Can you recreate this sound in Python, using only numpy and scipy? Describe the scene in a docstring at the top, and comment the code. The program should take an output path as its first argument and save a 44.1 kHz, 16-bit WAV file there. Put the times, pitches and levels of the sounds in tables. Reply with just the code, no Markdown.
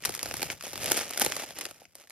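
"""Hand in a foil packet

A hand rummages in a foil packet close to a pair of microphone ports in a soft room.
Creases buckle as short bursts of foil noise with a bright sheen, over a clumped crackle of small ones.
Damped sines give the low pop of the air in the bag; low noise gives the handling rumble.
Sparse echoes add the room. It all dies down as the hand comes to rest.
"""
import sys
import numpy as np
from scipy import signal
from scipy.fft import rfft, irfft
from scipy.io import wavfile
from scipy.ndimage import uniform_filter1d

SR = 44100
rng = np.random.default_rng(int(sys.argv[2]) if len(sys.argv) > 2 else 0)


def store_pcm(level_fs):
    """Save levels as 16-bit WAV."""
    pcm = np.round(np.clip(level_fs, -1, 1) * 32767).astype(np.int16)
    wavfile.write(sys.argv[1], SR, np.atleast_2d(pcm).T)


def volts_from_db(level):
    """Convert decibel levels to linear amplitude ratios."""
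    exponent = np.asarray(level, float) / 20
    return 10 ** exponent


N = 93315

# loud creases: t/s, level/dB, bag pop gain/dB, sheen gain/dB
LOUD_CREASES = [(.0228, -38, -9, -7), (.0373, -26, -40, -23), (.0506, -21.5, -44, 1.5),
                (.0551, -16, -30, -3), (.0923, -23.5, -3.5, -5), (.14, -26.5, -32, -6),
                (.1494, -24, -49, -2.5), (.192, -22, -35, -14), (.2294, -20.5, -12, -3.5),
                (.2573, -23.5, -8.5, -10), (.3107, -22, -10.5, -16.5), (.3398, -22, -6.5, -6.5),
                (.3676, -25, -13, -4), (.3945, -29, -8, -19), (.4188, -20, -9.5, -9),
                (.4285, -16.5, -7, -7), (.4798, -40, -28, -8), (.5012, -18, -15, -24.5),
                (.609, -27.5, -39, -15), (.6244, -31.5, -31, -6), (.637, -32.5, -4.5, -4),
                (.6665, -36.5, 1.5, 3), (.7315, -28, -5.5, -5.5), (.7561, -24, -15, -14),
                (.777, -27, -16, -5), (.8101, -32, -7, -7), (.842, -30, -12, 1), (.8585, -21.5, -25, -3),
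                (.9117, -21.5, -2, -5), (.9173, -12, -9, -1), (.969, -22.5, -13, 1),
                (.9744, -21, -12.5, -2), (1.0101, -25, -10, -26), (1.108, -28, -7, -1),
                (1.1345, -25.5, -19, -9), (1.145, -34, -18, -6), (1.159, -35, -0.5, -19),
                (1.175, -18.5, -34, -4), (1.1969, -30.5, -9.5, 11.5), (1.2131, -15.5, -15, -9),
                (1.217, -17, -3, 1.5), (1.2474, -24, -8, 5.5), (1.262, -14.5, -7, -9),
                (1.2995, -29, -5, -6), (1.3205, -16.5, -27, -18.5), (1.3652, -22, -6.5, -5.5),
                (1.3962, -26.5, -6, -10.5), (1.4351, -30, 0, -10), (1.506, -30.5, -7, -12.5),
                (1.5869, -27, -8.5, -5.5), (1.6101, -23, -27, -6.5), (1.6532, -21, -16.5, -13.5),
                (1.71, -35, -7, -7), (1.817, -50.5, 6, -22), (1.8531, -38.5, -17, -23.5),
                (1.953, -41, -7, 3), (2.0378, -45, -42, -18), (2.0725, -44, -43, -10),
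                (2.0975, -43, -27, 0), (2.105, -36, -29, -8)]
# effort of the hand: t/s, crackle level/dB
HAND_EFFORT = [(.02, -48), (.057, -40), (.33, -43), (.44, -35.5), (0.483, -46), (0.508, -35), (.549, -46),
               (0.622, -56), (0.651, -42.5), (0.801, -41), (0.919, -30), (1.02, -33.5), (1.06, -43),
               (1.162, -41), (1.21, -25), (1.301, -39), (1.439, -41.5), (1.548, -54.5), (1.574, -39.5),
               (1.672, -44), (1.698, -52.5), (1.92, -68), (2.011, -54.5), (2.059, -66)]
# handling rumble over time: t/s, level/dB
RUMBLE_LEVEL = [(0, -68), (.09, -46), (.21, -65), (.26, -51), (.39, -48.5), (.52, -50.5), (.6, -66),
                (.78, -51), (.93, -48.5), (1.15, -64.5), (1.28, -47), (1.34, -60.5), (1.7, -65.5),
                (2.12, -78)]
# noise spectrum of the foil snap: f/Hz, level/dB
FOIL_SPECTRUM = [(700, -26), (1200, -1), (2400, 0), (3700, -7.5), (5500, -0.5), (7500, -4), (12000, -27)]
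# noise spectrum of the bright sheen: f/Hz, level/dB
SHEEN_SPECTRUM = [(6000, -13), (10000, -3), (14500, -13), (16000, -38)]
# noise spectrum of the rumble: f/Hz, level/dB
RUMBLE_SPECTRUM = [(30, -20), (65, 2), (180, 1.5), (420, -23.5)]
# phase between the finished channels: f/Hz, left lead/rad
CHANNEL_PHASE = [(200, -.6), (3000, -.2), (5000, -1.4), (7700, -3.2), (9300, -2.3), (11300, -.1),
                 (13400, .4), (15000, 3)]
# level between the ports: f/Hz, left minus right/dB
PORT_LEAN = [(150, 6), (1200, -.5), (15000, 0)]
# noise power not shared by the ports: f/Hz, share/1
PORT_UNLIKE = [(100, .35), (350, .05), (2800, .12), (4000, .4), (7000, .3), (12000, .05), (14000, .3)]

# crease: rise is a time constant, hue a spectral peak (half width to 1/e of its dB)
SNAP_T60_S, RISE_S, FACET_CUT_HZ = 0.009, 0.0011, 270
HUE_DB, HUE_HALF_WIDTH_OCT = 4.5, 0.34
RING_AT_0_DB_HZ, RING_DB_PER_OCT = 5490, 19  # brighter creases are smaller and strongest higher up
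# bag air modes, each retuned per crease by a factor of 0.765 to 1.125
BAG_NOMINAL_HZ, BAG_T60_S, POP_LAG_S = [290, 489, 599, 772], 0.013, 0.0014
# crackle
CRACKLE_PER_S, CRACKLE_KINDS = 600, 48
SPREAD_DB, CLUMP_RMS_DB, CLUMP_S = 0.5, 2, 0.054
GRAIN_MEDIAN_T60_S = 0.0049
CRACKLE_POP_MEAN_DB, CRACKLE_SHEEN_MEAN_DB, TINT_MAX_DB = -16.5, -13.5, 11
# room and band edge
ROOM_DB, ROOM_T60_S = -12, 0.11
EDGE_HZ = 16600


def evened(x):
    """Scales to rms 1."""
    return x / np.sqrt(np.mean(x ** 2) + 1e-20)


def read(points, hz):
    """Looks a table up on a log-frequency axis."""
    f, value = np.transpose(points)
    return np.interp(np.log(hz + 1), np.log(f + 1), value)


def over_time(points):
    """Interpolates a t/s table to every sample."""
    return np.interp(np.arange(N) / SR, *np.transpose(points))


def colour(x, gain):
    """Applies gain(hz) to the spectrum."""
    hz = np.fft.rfftfreq(x.shape[-1], 1 / SR)
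    return irfft(rfft(x) * gain(hz), x.shape[-1])


def pair(size, spectrum):
    """Noise of a given spectrum as the two ports hear it: partly shared, partly not; rms 1."""
    unlike = lambda hz: np.clip(read(PORT_UNLIKE, hz), 0, 1)
    noise = rng.standard_normal((3, size))
    shared = colour(noise[0], lambda hz: np.sqrt(1 - unlike(hz)))
    own = colour(noise[1:], lambda hz: np.sqrt(unlike(hz)))
    return evened(colour(shared + own, lambda hz: volts_from_db(read(spectrum, hz))))


def rumble():
    """Low noise of the bag being pushed about."""
    return volts_from_db(over_time(RUMBLE_LEVEL)) * pair(N, RUMBLE_SPECTRUM)


def slow(seconds):
    """Smooth random drift of rms 1: noise averaged twice over the given time."""
    size = max(round(seconds * SR), 1)
    once = uniform_filter1d(rng.standard_normal(N), size)
    return evened(uniform_filter1d(once, size))


def bag_pop(t, pop_db):
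    """Bag air answers a crease: decaying sines at its modes, slightly late, random in tuning and phase."""
    late = np.maximum(t - POP_LAG_S, 0)
    modes = np.zeros(len(t))
    for hz in BAG_NOMINAL_HZ:
        tuning, phase = 0.765 + 0.36 * rng.random(), rng.random()
        modes += np.sin(2 * np.pi * (hz * tuning * late + phase))
    return modes * 2 * volts_from_db(pop_db - 60 * late / BAG_T60_S) * (1 - np.exp(-late / POP_LAG_S))


def crease(t60_s, pop_db, sheen_db):
    """One buckling crease: a fast-rising, decaying burst of foil noise, its sheen and the bag's pop."""
    t = np.arange(2048) / SR
    shape = (1 - np.exp(-t / RISE_S)) * volts_from_db(-60 * t / t60_s)
    ring_hz = RING_AT_0_DB_HZ * 2 ** (sheen_db / RING_DB_PER_OCT)

    def hue(hz):
        octaves = np.log2((hz + 1) / ring_hz)
        return volts_from_db(HUE_DB * np.exp(-(octaves / HUE_HALF_WIDTH_OCT) ** 2))

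    def burst(spectrum):
        return evened(shape * colour(pair(2048, spectrum), hue)) / evened(shape).max()

    whole = burst(FOIL_SPECTRUM) / 2 + volts_from_db(sheen_db) * burst(SHEEN_SPECTRUM) + bag_pop(t, pop_db)
    return signal.lfilter(*signal.butter(2, FACET_CUT_HZ, "high", fs=SR), whole)


def crackle():
    """Many small creases in clumps, each kind with its own tint and length, scaled by the hand's effort."""
    spread_db = SPREAD_DB * np.minimum(rng.exponential(1, N), 3)
    size = volts_from_db(spread_db + CLUMP_RMS_DB * slow(CLUMP_S))
    size *= rng.random(N) < CRACKLE_PER_S / SR
    kind = rng.integers(0, CRACKLE_KINDS, N)
    out = np.zeros((2, N))
    for k in range(CRACKLE_KINDS):
        length, pop, sheen = rng.uniform(-1, 1, 3)
        pop_db = CRACKLE_POP_MEAN_DB + TINT_MAX_DB * pop
        sheen_db = CRACKLE_SHEEN_MEAN_DB + TINT_MAX_DB * sheen
        grain = crease(GRAIN_MEDIAN_T60_S * 2 ** length, pop_db, sheen_db)
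        out += signal.oaconvolve(size[None] * (kind == k), grain, axes=1)[:, :N]
    return volts_from_db(over_time(HAND_EFFORT)) * evened(out)


def snaps():
    """Loud creases, each buckling at its own time."""
    out = np.zeros((2, N + 2048))
    for t_s, level_db, pop_db, sheen_db in LOUD_CREASES:
        start = round(t_s * SR)
        out[:, start:start + 2048] += volts_from_db(level_db) * crease(SNAP_T60_S, pop_db, sheen_db)
    return out[:, :N]


def room(x):
    """Sparse echoes of random sign that die away, other ones per channel, energy 1."""
    size = SR // 5
    t = np.arange(size) / SR
    taps = rng.choice([-1., 1.], (2, size)) * (rng.random((2, size)) < 0.08)
    taps *= volts_from_db(-60 * t / ROOM_T60_S) * (t > 0.003)
    taps /= np.linalg.norm(taps, axis=1, keepdims=True)
    return signal.fftconvolve(x, taps, axes=1)[:, :N]


def scene():
    """The packet and the soft room around it."""
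    packet = rumble() + crackle() + snaps()
    return packet + volts_from_db(ROOM_DB) * room(packet)


def band_limit(x):
    """A steep low-pass at the top of the band."""
    return signal.sosfilt(signal.butter(12, 16640, fs=SR, output="sos"), x)


def record(dry):
    """Port levels differ; the finished channels also differ in phase and stop at the band edge."""
    side = np.array([[0.5], [-0.5]])  # left, right

    def channel_gain(hz):
        level = volts_from_db(side * read(PORT_LEAN, hz))
        phase = np.exp(1j * side * read(CHANNEL_PHASE, hz))
        return level * phase * (hz < EDGE_HZ)

    mix = colour(dry, channel_gain)
    return band_limit(mix)


dry = scene()
out = record(dry)
store_pcm(out)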